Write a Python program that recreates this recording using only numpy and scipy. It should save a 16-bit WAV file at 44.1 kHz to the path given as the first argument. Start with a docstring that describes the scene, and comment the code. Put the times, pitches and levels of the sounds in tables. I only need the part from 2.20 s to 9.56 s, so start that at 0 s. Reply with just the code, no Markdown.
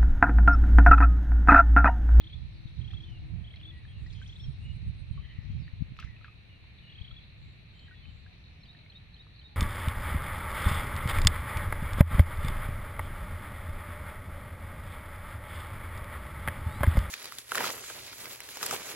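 """A quiet reedy marsh: drops slap a shallow pond and ring as trapped bubbles, and wet weed crackles on a net.
Near birds twitter, chip and repeat a phrase; whistles, buzzes, coos and rattles come from further off, all as
gliding tones. An insect's ringing wing strokes pulse over chorus bands, air noise and a low rumble of filtered
noise. A breeze of low turbulence, gusts and eddies buffets two microphone ports, easing after four seconds."""
import sys
import numpy as np
from scipy import signal
from scipy.fft import rfft, irfft
from scipy.io import wavfile
from scipy.ndimage import uniform_filter1d

SR = 44100
rng = np.random.default_rng(int(sys.argv[2]) if len(sys.argv) > 2 else 0)


def master(y):
    """Save y as 16-bit WAV."""
    cut = np.clip(np.atleast_2d(y).T, -1, 1)
    pcm = np.round(cut * 32767)  # scale
    wavfile.write(sys.argv[1], SR, pcm.astype(np.int16))


N = 324576  # length in samples

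# far, steady rumble, relative spectrum: freq_hz, density_db_per_hz
RUMBLE_SPECTRUM = [(20, -17), (35, -10), (55, 3), (105, 2.5), (165, -4), (220, -13.5), (300, -20),
                   (420, -34), (700, -63)]
RUMBLE_DB = -54
# open air and reeds, noise spectrum: freq_hz, density_db_per_hz
AIR_SPECTRUM = [(40, -81), (200, -94), (350, -95), (500, -98.5), (1000, -102), (1500, -102), (4200, -104),
                (4900, -118), (6000, -117), (6700, -126), (9000, -127), (12500, -127)]
# distant chorus of frogs and insects, one band a row: centre_hz, width_hz, level_db
CHORUS_BANDS = [(1831, 115, -74), (2415, 362, -66), (3050, 410, -76.5), (3970, 363, -66.5),
                (8820, 400, -101.5)]
# turbulence at the ports, relative spectrum: freq_hz, density_db_per_hz
WIND_SPECTRUM = [(15, -21.5), (30, -8), (55, 0.5), (75, 3), (105, 1.5), (160, -6.5), (210, -17),
                 (280, -29.5), (400, -36.5), (700, -62.5)]
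# strength of the breeze between gusts: time_s, level_db
BREEZE_LEVEL = [(0, -45.5), (1.45, -47.5), (2.4, -45.5), (3.7, -50.5), (4.2, -57), (5.1, -58), (5.9, -59),
                (6.4, -66), (7.36, -77)]
# gusts, each on one port: peak_s, length_s, level_db (before a small trim), port (0 left, 1 right)
GUST_SWELLS = [(0.23, 0.12, -33.5, 1), (0.44, 0.12, -45, 0), (0.62, 0.14, -34, 1), (0.794, 0.1, -32.5, 1),
               (0.988, 0.18, -44, 0), (1.164, 0.091, -31.5, 1), (1.8, 0.15, -44.5, 0),
               (1.925, 0.22, -34.5, 1), (2.28, 0.094, -35.5, 1), (2.29, 0.2, -41, 0),
               (2.523, 0.12, -32.5, 1), (2.668, 0.053, -36, 0), (2.682, 0.068, -33.5, 1),
               (2.868, 0.2, -37.5, 1), (2.979, 0.086, -36.5, 0), (3.157, 0.023, -35.5, 1),
               (3.295, 0.067, -33.5, 0), (3.38, 0.11, -33, 1), (3.626, 0.07, -39.5, 0),
               (3.717, 0.066, -42, 1), (3.876, 0.097, -42, 1), (4.87, 0.2, -49, 0), (5.247, 0.099, -46, 0),
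               (5.908, 0.27, -49, 0)]
# single eddies that strike one port: peak_s, pitch_hz, level_db, port (0 left, 1 right)
EDDY_THUMPS = [(.457, 92, -23.5, 0), (2.912, 79, -18, 1), (3.189, 96, -21.5, 0), (3.303, 101, -22.5, 0),
               (3.402, 100, -25.5, 1), (3.422, 125, -28.5, 1), (3.537, 85, -24.5, 0),
               (3.610, 106, -20.5, 0), (3.623, 114, -14, 0), (3.721, 123, -28, 1), (3.848, 73, -24.5, 1),
               (4.815, 73, -27, 0), (4.929, 79, -30, 0)]
# a small insect's buzz: time_s, level_db, pulse_depth (0-1)
INSECT_BUZZ = [(0, -91, .2), (1.0, -89, 0.53), (1.7, -80, 0.95), (2.2, -78.5, 0.8), (2.85, -76.5, 1),
               (2.95, -80, 1), (3.05, -104, .2), (5.5, -100, .2), (7.3, -99.5, 0.5)]
# a dove's coos and a marsh bird's hoots: start_s, length_s, start_hz, end_hz, level_db
COO_NOTES = [(0, 0.093, 305, 335, -58.5), (.27, 0.25, 328, 322, -64.5), (.62, 0.42, 327.3, 333.7, -64),
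             (1.0, 0.17, 306.3, 327, -60), (1.38, 0.18, 300, 336, -61), (.68, 0.084, 775, 756, -66),
             (6.05, .093, 738, 720, -70), (7.28, 0.098, 835, 840, -67)]
# the marsh bird's falling rattle after a hoot: start_s, length_s, start_hz, end_hz, level_db
RATTLE_NOTES = [(.86, .56, 762, 618, -65), (6.24, .52, 778, 625, -67.5)]
# a far bird's very high buzzes, in threes: start_s, spacing_s
BUZZ_STARTS = [(1.77, .3), (5.17, .345)]
BUZZ_S, BUZZ_HZ, BUZZ_DB = 0.17, 7420, -84  # one buzz
# whistles across the pond: start_s, length_s, start_hz, end_hz, level_db (before the far trim), burr (0-1)
WHISTLE_NOTES = [(.31, .04, 5650, 5100, -74, 0.9), (.342, 0.077, 4800, 3920, -63.5, 0.98),
                 (3.392, 0.048, 5240, 4840, -72, .8), (3.42, 0.053, 4600, 4550, -66, 0.13),
                 (6.39, 0.056, 5670, 4860, -75, 0.9), (6.44, 0.05, 4740, 4620, -69, 0.4),
                 (.825, 0.12, 3140, 2990, -60.5, 0.2), (.912, 0.078, 2970, 2735, -57, 0.1),
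                 (1.51, 0.1, 1940, 1920, -60, 0.09), (1.675, 0.06, 3320, 3160, -58.5, 0.5),
                 (1.725, 0.09, 2940, 2670, -61, 0.46), (1.945, 0.072, 3270, 3030, -57.5, 0.7),
                 (2.193, 0.022, 5250, 5300, -64, 0.7), (2.212, 0.059, 5500, 5510, -61, 0.3),
                 (2.405, 0.051, 2730, 2840, -62, 0.4), (2.447, 0.082, 2836, 2910, -55.5, 0.34),
                 (2.93, 0.093, 3120, 3040, -66, 0.04), (3.01, 0.13, 3140, 2983, -60, 0.6),
                 (3.275, 0.11, 3250, 3200, -66, 0.5), (3.02, 0.24, 1937, 1947, -59.5, 0.6),
                 (3.85, 0.124, 2060, 1853, -60, .2), (4.03, 0.12, 2530, 2560, -61, 0.27),
                 (4.29, 0.1, 2920, 2740, -61, 0.02), (4.622, 0.045, 3020, 2820, -60, 0.35),
                 (4.66, 0.079, 2820, 2880, -56, 0.3), (4.757, 0.07, 2570, 2503, -59.5, 0.16),
                 (5.535, 0.15, 3070, 3140, -60.5, 0.48), (5.665, 0.053, 1930, 1900, -61, 0.05),
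                 (5.718, 0.032, 1910, 1860, -56.5, .15), (5.745, 0.077, 3420, 3380, -61.5, 0.18),
                 (5.822, 0.091, 3046, 3025, -59, 0.26)]
# dry chips from the reeds, single or in quick series: start_s, chip_count, pitch_hz, level_db
CHIP_SERIES = [(.472, 1, 3720, -52.5), (.577, 1, 3700, -56), (1.901, 1, 3600, -51.5), (4.584, 1, 3630, -55),
               (5.035, 1, 3750, -52.5), (6.238, 3, 4010, -54), (6.528, 1, 4100, -57),
               (6.567, 3, 3960, -53.5), (7.159, 1, 4240, -56)]
CHIP_S, CHIP_SPACING_S = .008, .0205
CHIP_FALL, CHIP_FADE_DB = 0.28, 1  # fall as a share of the pitch; loss per chip in a series
# a near bird's repeated phrase: start_s, level_db, tweet_rise_hz
PHRASE_REPEATS = [(6.431, -51.5, 260), (6.697, -50, 240), (6.939, -51, 220), (7.190, -51, 20)]
# tick and flick that open the phrase: delay_s, length_s, start_hz, end_hz, relative_level_db, burr (0-1)
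OPENING_NOTES = [(0, 0.013, 4326, 3960, 0.2, 0.33), (0.021, 0.0126, 3850, 2770, -3.5, 0.84)]
TWEET_DELAY_S, TWEET_S, TWEET_HZ, TWEET_DB = 0.049, 0.041, 3760, 0.7  # closing tweet; dB over the phrase
# a near songbird's runs of slurs: start_s, length_s, centre_hz, sweep_hz, level_db
TWITTER_SLURS = [(.006, 0.016, 3370, 748, -50.5), (0.036, 0.016, 3310, 800, -48.5),
                 (.066, 0.017, 3400, 900, -46.5), (0.095, 0.015, 3220, 448, -51.5),
                 (0.124, 0.026, 3385, 452, -45.5), (0.61, .014, 3280, 500, -51.5),
                 (0.642, .016, 3250, 398, -50.5), (0.674, 0.017, 3280, 698, -49.5),
                 (0.704, .016, 3340, 699, -49), (.734, 0.019, 3350, 649, -46.5),
                 (0.765, 0.023, 3285, 220, -48.5), (0.801, .014, 3290, 280, -49),
                 (0.829, 0.024, 3450, 347, -49), (1.238, 0.022, 3280, 604, -52),
                 (1.265, 0.028, 3215, 700, -51.5), (1.302, 0.017, 3260, 650, -51.5),
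                 (1.33, 0.015, 3280, 500, -52.5), (1.361, 0.017, 3280, 600, -53),
                 (1.393, 0.018, 3220, 600, -54.5), (1.426, 0.019, 3460, 650, -49),
                 (1.445, 0.025, 3360, 546, -46.5), (1.468, 0.036, 3510, 243, -49),
                 (1.499, 0.016, 3390, -250, -48), (2.021, 0.017, 3230, 750, -51),
                 (2.057, 0.015, 3310, 850, -50.5), (2.088, 0.022, 3290, 498, -48.5),
                 (2.121, 0.019, 3340, 900, -50.5), (2.156, .016, 3620, 850, -47.5),
                 (2.193, 0.025, 3420, 550, -48), (2.235, 0.019, 3300, 99, -48.5),
                 (4.694, .013, 3350, 456, -55), (4.72, 0.012, 3280, 600, -52),
                 (4.751, 0.012, 3270, 500, -49), (4.778, 0.018, 3270, 450, -48),
                 (4.812, 0.014, 3250, 550, -47), (4.841, 0.018, 3240, 652, -47),
                 (4.874, 0.016, 3210, 750, -49), (4.906, 0.015, 3370, 500, -49),
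                 (4.938, 0.011, 3360, 402, -54.5), (4.961, .017, 3420, 250, -48.5),
                 (4.974, 0.022, 3350, -320, -50.5)]
# wet weed dragged over the mesh in rubs and scratches: peak_s, length_s, centre_hz, level_db
WEED_RUBS = [(.05, .38, 5400, -86), (.7, 0.53, 5320, -81), (1.364, .012, 4800, -75),
             (1.406, 0.0089, 4500, -70), (1.869, .012, 4670, -68), (1.932, 0.0097, 4570, -60.5),
             (1.927, 0.017, 6100, -71), (2.005, .012, 4700, -66), (2.026, .012, 6500, -71),
             (2.04, 0.24, 5830, -78.5), (2.078, .012, 5450, -66), (2.452, 0.93, 5370, -85),
             (3.3, 0.2, 5360, -84), (3.827, 0.072, 5500, -75), (6.24, 0.29, 5370, -83)]
# drops that trap a bubble, levels before the water filter:
# start_s, pitch_hz, ring_level_db, decay_s, impact_over_ring_db
WATER_DROPS = [(.704, 1760, -52.5, 0.007, -4), (0.713, 2300, -50, .0024, 4), (.734, 1200, -46, 0.0014, 7),
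               (1.340, 2030, -50, 0.0062, -5), (1.3602, 3850, -43, 0.0021, -12),
               (1.413, 2770, -45, 0.0018, 1), (1.651, 1690, -48, 0.0041, -6),
               (1.8629, 1865, -48.5, 0.0083, -1), (2.016, 1507, -47, 0.0089, 1),
               (2.976, 1092, -48.5, 0.012, -1), (3.479, 1780, -45, 0.0039, -10),
               (3.767, 2280, -45.5, 0.00079, 7), (3.7893, 1244, -37.5, 0.0055, 14.5),
               (3.798, 1190, -54, 0.01, -12), (3.797, 3850, -48, 0.0017, -6),
               (3.801, 2580, -40.5, 0.0025, -4), (3.809, 2900, -49, .0018, -6),
               (3.816, 3080, -51, .002, -8), (3.8205, 2150, -52, 0.0027, -8), (3.8265, 2750, -49, .003, -6),
               (3.8263, 1440, -39, 0.0018, -5), (3.836, 1240, -46, 0.0038, 3),
               (3.8445, 1960, -45, .002, -2), (3.857, 2080, -59, 0.0045, -8),
               (3.874, 1740, -50, 0.0046, -12), (3.889, 1960, -54, .005, -10),
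               (3.964, 2470, -49.5, 0.0047, -8), (4.011, 1250, -55.5, .008, -8),
               (4.045, 1510, -37.5, 0.0021, 1), (4.0473, 2500, -49, 0.003, -8),
               (4.051, 1330, -48.5, 0.0065, -12), (4.062, 1260, -57, 0.0069, -10),
               (4.063, 2000, -53, .002, 0), (4.0815, 1186, -46.5, 0.0054, 6), (4.441, 840, -46, .0016, -5),
               (4.912, 1280, -52.5, 0.0063, 1), (5.594, 4000, -45.5, .0029, -9),
               (5.682, 1570, -53, 0.0074, -6), (5.711, 1457, -50.5, 0.013, -7),
               (5.855, 2380, -46, 0.0027, -1), (6.063, 1570, -50, 0.0054, 2),
               (6.549, 1755, -50.5, 0.0053, -4), (6.662, 2120, -49, 0.0043, -8),
               (7.067, 1080, -47.5, 0.0013, -8)]
# fine spray from bigger plops, level before the water filter: start_s, length_s, loudest_droplet_db
SPRAY_BURSTS = [(3.789, .014, -45), (3.805, 0.055, -43.5), (4.043, 0.046, -49)]
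# bursting water films, level before colouring: start_s, level_db, decay_s
FILM_CRACKS = [(3.767, -62, .002), (3.772, -56, .002), (3.7954, -51, .0015), (3.799, -45, .002),
               (3.803, -45, .0018), (3.844, -56, 0.0065), (.734, -55, .001), (1.652, -64, .001)]
# brightness of those cracks: freq_hz, gain_db
CRACK_COLOUR = [(800, -18), (2500, -16), (4500, 4.0), (7500, -6.5), (10000, -18), (13000, -5)]
TOP_HZ = 12750  # edge of the recorder's top cut


def undb(db):
    """Decibels to gain."""
    return 10 ** (np.asarray(db) / 20)


def curve(rows, axis=1):
    """One column of a table, joined by straight lines in time."""
    rows = np.array(rows)
    return np.interp(np.arange(N) / SR, rows[:, 0], rows[:, axis])


def unit(x):
    """Scale to rms 1."""
    return x / np.sqrt(np.mean(x ** 2))


def walk(rate, size=N):
    """Slow chance with a spread near 1: random knots, rate per second, joined by lines."""
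    knots = np.arange(size) / SR * rate
    count = int(knots[-1]) + 2
    return 1.2 * np.interp(knots, np.arange(count), rng.standard_normal(count))


def bins():
    """Frequencies of the spectrum of a whole track."""
    return np.fft.rfftfreq(N, 1 / SR)


def colour(points):
    """Gain at every frequency from (Hz, dB) points."""
    hz, db = np.transpose(points)
    return undb(np.interp(np.log(bins() + 1), np.log(hz), db))


def noise_pair(gain, likeness):
    """Coloured noise at two ports that have a share of it in common."""
    left, right, common = rng.standard_normal((3, N))
    share = np.clip(likeness, 0, 1)
    mixed = np.sqrt(1 - share) * np.array([left, right]) + np.sqrt(share) * common
    return irfft(rfft(mixed) * gain, N)


def band(x, low_hz, high_hz, order=2):
    """Band-pass filter."""
    edges = [low_hz, min(high_hz, SR / 2 - 1)]
    return signal.sosfilt(signal.butter(order, edges, "band", fs=SR, output="sos"), x)


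def add(track, s, sound):
    """Mix a short sound into a track at time s."""
    i = int(np.clip(s * SR, 0, N - 1))
    track[i:i + len(sound)] += sound[:N - i]


def swell_at(s, length, db):
    """A bell-shaped rise and fall of gain, about length seconds wide."""
    return undb(db) * np.exp(-2 * ((np.arange(N) / SR - s) / length) ** 2)


def place(x, lead_ms, pan_db, wet_db, t60):
    """Direct sound reaches one port first (left if positive); reeds and bank scatter a thin tail."""
    sides = np.array([[.5], [-.5]])
    lead = np.exp(2j * np.pi * bins() * sides * lead_ms / 1000)
    direct = irfft(rfft(x) * lead, N) * undb(sides * pan_db)
    t = np.arange(SR) / SR
    tail = rng.standard_normal((2, SR)) * np.exp(-np.log(1000) * t / t60)
    tail /= np.sqrt(np.sum(tail ** 2, axis=1, keepdims=True))
    return direct + undb(wet_db) * signal.fftconvolve(x[None], tail, axes=1)[:, :N]


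def song(notes, burr_hz=260, burr_rate=125, rasp=0.65, waver=0.0036, fullness=1):
    """Each note is a gliding tone that swells and fades; a burr is a fast, slightly uneven vibrato."""
    out = np.zeros(N)
    for s, length, start_hz, end_hz, db, *burr in notes:
        size = max(int(length * SR), 16)
        vibrato = np.sin(2 * np.pi * burr_rate * np.arange(size) / SR) + rasp * walk(500, size)
        glide = np.linspace(start_hz, end_hz, size) * (1 + waver * walk(90, size))
        hz = glide + sum(burr) * burr_hz * vibrato  # a note without a burr column stays clean
        swell = np.abs(np.sin(np.linspace(0, np.pi, size))) ** fullness
        add(out, s, undb(db) * swell * np.sin(2 * np.pi * np.cumsum(hz) / SR))
    return out


def rumble(swell_db=0.35):
    """Deep sound from far away reaches both ports nearly alike."""
    noise = unit(noise_pair(colour(RUMBLE_SPECTRUM), likeness=0.97))
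    return noise * undb(RUMBLE_DB + swell_db * walk(2.0))


def marsh(flicker_db=1.13, swell_db=1.36):
    """Smooth air noise under the bands of a far chorus that swell and flicker."""
    out = noise_pair(colour(AIR_SPECTRUM) * np.sqrt(SR / 2), likeness=0.1)
    for hz, width_hz, db in CHORUS_BANDS:
        bell = np.exp(-((bins() - hz) / width_hz) ** 2 / 2)
        voices = unit(noise_pair(bell, likeness=0.027))
        out = out + voices * undb(db + swell_db * walk(1.676) + flicker_db * walk(30))
    return out


def breeze(gust_db=0.03, flutter_db=2.5, eddy_cycles=0.2):
    """Each port has mostly its own turbulence, swelling in gusts; now and then an eddy thumps one port."""
    power = np.array([undb(curve(BREEZE_LEVEL))] * 2) ** 2
    for s, length, db, port in GUST_SWELLS:
        power[int(round(port))] += swell_at(s, length, db + gust_db) ** 2
    flutter = flutter_db * np.array([walk(35), walk(35)])
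    out = unit(noise_pair(colour(WIND_SPECTRUM), likeness=0.065)) * np.sqrt(power) * undb(flutter)
    t = np.arange(-SR // 20, SR // 20) / SR
    for s, hz, db, port in EDDY_THUMPS:
        thump = np.cos(2 * np.pi * hz * t) / np.cosh(t * hz / eddy_cycles)
        add(out[int(round(port))], s + t[0], undb(db) * thump)
    return signal.sosfilt(signal.butter(2, 620, fs=SR, output="sos"), out)  # low-pass, Hz


def insect(pulse_hz=8.2, first_s=0.135, swell=1.6, stroke_hz=125, ring_hz=8750, stroke_fall=0.061,
           waver=0.013, sharpness=1.4):
    """Each wing stroke rings one high, falling tone; strokes come in pulses that build up and stop short."""
    t = np.arange(N) / SR
    depth = np.clip(curve(INSECT_BUZZ, axis=2), 0, 1)
    ramps = (((t - first_s) * pulse_hz) % 1) ** swell
    pulses = 1 - depth + depth * uniform_filter1d(ramps, size=500)
    phase = np.cumsum(stroke_hz * (1 + .012 * walk(20))) / SR % 1
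    hz = ring_hz * (1 + stroke_fall * (.5 - phase) + waver * walk(500))
    beat = np.sin(np.pi * phase) ** (2 * sharpness)
    strokes = unit(beat * np.sin(2 * np.pi * np.cumsum(hz) / SR))
    level = undb(curve(INSECT_BUZZ) + 1.2 * walk(60))
    return place(strokes * pulses * level, lead_ms=-0.031, pan_db=-1.5, wet_db=-5.5, t60=0.15)


def low_calls(rattle_hz=38):
    """Coos and hoots are low wavering tones; a fast throb in level chops the falling rattles."""
    throb = (.5 + .5 * np.cos(2 * np.pi * np.cumsum(rattle_hz + 2 * walk(12)) / SR)) ** 2
    coos = song(COO_NOTES, waver=.02, fullness=.7)
    rattles = throb * song(RATTLE_NOTES, waver=0.0404, fullness=0.21)
    return place(coos + rattles, lead_ms=.34, pan_db=-.8, wet_db=-8, t60=.6)


def buzzes():
    """Three level, fully burred notes at an even pace, behind a strong tail."""
    notes = [(s + k * spacing, BUZZ_S, BUZZ_HZ, BUZZ_HZ, BUZZ_DB, 1)
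             for s, spacing in BUZZ_STARTS for k in range(3)]
    calls = song(notes, burr_hz=290, burr_rate=100, rasp=0.38, fullness=0.56)
    return place(calls, lead_ms=0.025, pan_db=-2.0, wet_db=1, t60=0.43)


def faint_notes(db=-70, centre_hz=2900, spread_octaves=0.45, glide=0.066, length_s=0.11, count=8):
    """Faint birds call at random times and pitches, each note falling slightly."""
    notes = []
    for when, pitch, burr in rng.random((count, 3)):
        hz = centre_hz * 2 ** (spread_octaves * (pitch - .5))
        notes.append((when * N / SR, length_s, hz, hz * (1 - glide), db, burr / 2))
    return notes


def whistles(far_db=-1.5, flutter_db=2.0):
    """Far whistles and faint calls hold full through each note; moving air makes them flutter in level."""
    calls = song(WHISTLE_NOTES + faint_notes(), burr_hz=193.0, fullness=0.26)
    far = calls * undb(far_db + flutter_db * walk(70))
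    return place(far, lead_ms=.04, pan_db=1.5, wet_db=-7.5, t60=.7)


def chips():
    """Every chip is a quick fall in pitch; a series fades as it goes."""
    top, bottom = 1 + CHIP_FALL / 2, 1 - CHIP_FALL / 2
    notes = [(s + k * CHIP_SPACING_S, CHIP_S, hz * top, hz * bottom, db - k * CHIP_FADE_DB)
             for s, count, hz, db in CHIP_SERIES for k in range(int(round(count)))]
    return place(song(notes), lead_ms=0.063, pan_db=2.5, wet_db=-2.0, t60=0.3)


def phrases():
    """Tick and flick keep their pitches at every repeat; the closing tweet rises less each time."""
    notes = []
    for s, db, rise_hz in PHRASE_REPEATS:
        for delay, length, start_hz, end_hz, note_db, burr in OPENING_NOTES:
            notes.append((s + delay, length, start_hz, end_hz, db + note_db, burr))
        low_hz, high_hz = TWEET_HZ - rise_hz / 2, TWEET_HZ + rise_hz / 2
        notes.append((s + TWEET_DELAY_S, TWEET_S, low_hz, high_hz, db + TWEET_DB, .08))
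    return place(song(notes), lead_ms=0.039, pan_db=-0.5, wet_db=-9.5, t60=0.27)


def twitter(burr=.08):
    """Every slur sweeps through its centre pitch with a slight burr."""
    notes = [(s, length, hz - sweep / 2, hz + sweep / 2, db, burr)
             for s, length, hz, sweep, db in TWITTER_SLURS]
    return place(song(notes, waver=0.0052), lead_ms=0.077, pan_db=1.5, wet_db=-9, t60=0.45)


def rustle(grains_per_s=1100, spread_db=4, width=0.16):
    """Tiny crackles of wet weed dragged over the mesh; each rub swells in a band of its own."""
    grains = (rng.random(N) < grains_per_s / SR) * rng.choice([-1, 1], N)
    crackle = grains * undb(spread_db * np.minimum(rng.exponential(size=N), 4))
    rubs = np.zeros(N)
    for s, length, hz, db in WEED_RUBS:
        scratch = unit(band(crackle, hz / (1 + width), hz * (1 + width), order=3))
        rubs += scratch * swell_at(s, length, db)
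    return place(rubs, lead_ms=-0.055, pan_db=5.5, wet_db=-2.5, t60=0.24)


def bubble(hz, decay, rise, sink=0, sink_s=0.0041):
    """A trapped bubble rings; pitch drops as it is driven under, then climbs ever faster near the surface."""
    t = np.arange(int(6 * decay * SR) + 2) / SR
    pitch = hz * (1 + sink * np.exp(-t / sink_s) + rise * (t / decay) ** 2)
    return np.exp(-t / decay) * np.sin(2 * np.pi * np.cumsum(pitch) / SR)


def spray(track, range_db=12, cycles=1.5, count=80):
    """Each burst of droplets patters back as tiny bubbles of random time, pitch and size."""
    for s, length, db in SPRAY_BURSTS:
        for when, pitch, size in rng.random((count, 3)):
            hz = 1900 * 2.5 ** pitch
            # late and high-pitched droplets are softer
            level = undb(db - range_db * size - 6.9 * when) * (2500 / max(hz, 2500))
            add(track, s + when * length, level * bubble(hz, cycles / hz, rise=0.019))


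def film_cracks():
    """Bursting water films are short decaying bursts of bright noise."""
    cracks = np.zeros(N)
    t = np.arange(SR // 20) / SR
    for s, db, decay in FILM_CRACKS:
        add(cracks, s, undb(db) * np.exp(-t / decay) * rng.standard_normal(len(t)))
    return irfft(rfft(cracks) * colour(CRACK_COLOUR), N)


def dripping(impact_s=0.000083, slap_hz=2500):
    """Drops slap the pond and ring as bubbles, joined by spray and cracking films."""
    water = np.zeros(N)
    for s, hz, db, decay, impact_db in WATER_DROPS:
        add(water, s, undb(db) * bubble(hz, decay, rise=0.02, sink=0.068))
        # a slap dies within a cycle or two
        add(water, s, undb(db + impact_db) * bubble(slap_hz, impact_s, rise=0))
    spray(water)
    water = band(water, 1050, 4600, order=4)
    return place(water + film_cracks(), lead_ms=0.033, pan_db=1.5, wet_db=-13.0, t60=0.16)


def scene():
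    """Everything heard from the bank, background first."""
    background = rumble() + marsh() + breeze() + insect()
    far_birds = low_calls() + buzzes() + whistles()
    near_birds = chips() + phrases() + twitter()
    return background + far_birds + near_birds + rustle() + dripping()


def record(dry):
    """The recorder cuts the top with a steep low-pass."""
    return signal.sosfilt(signal.ellip(8, .2, 70, TOP_HZ, fs=SR, output="sos"), dry)


dry = scene()
out = record(dry)
master(out)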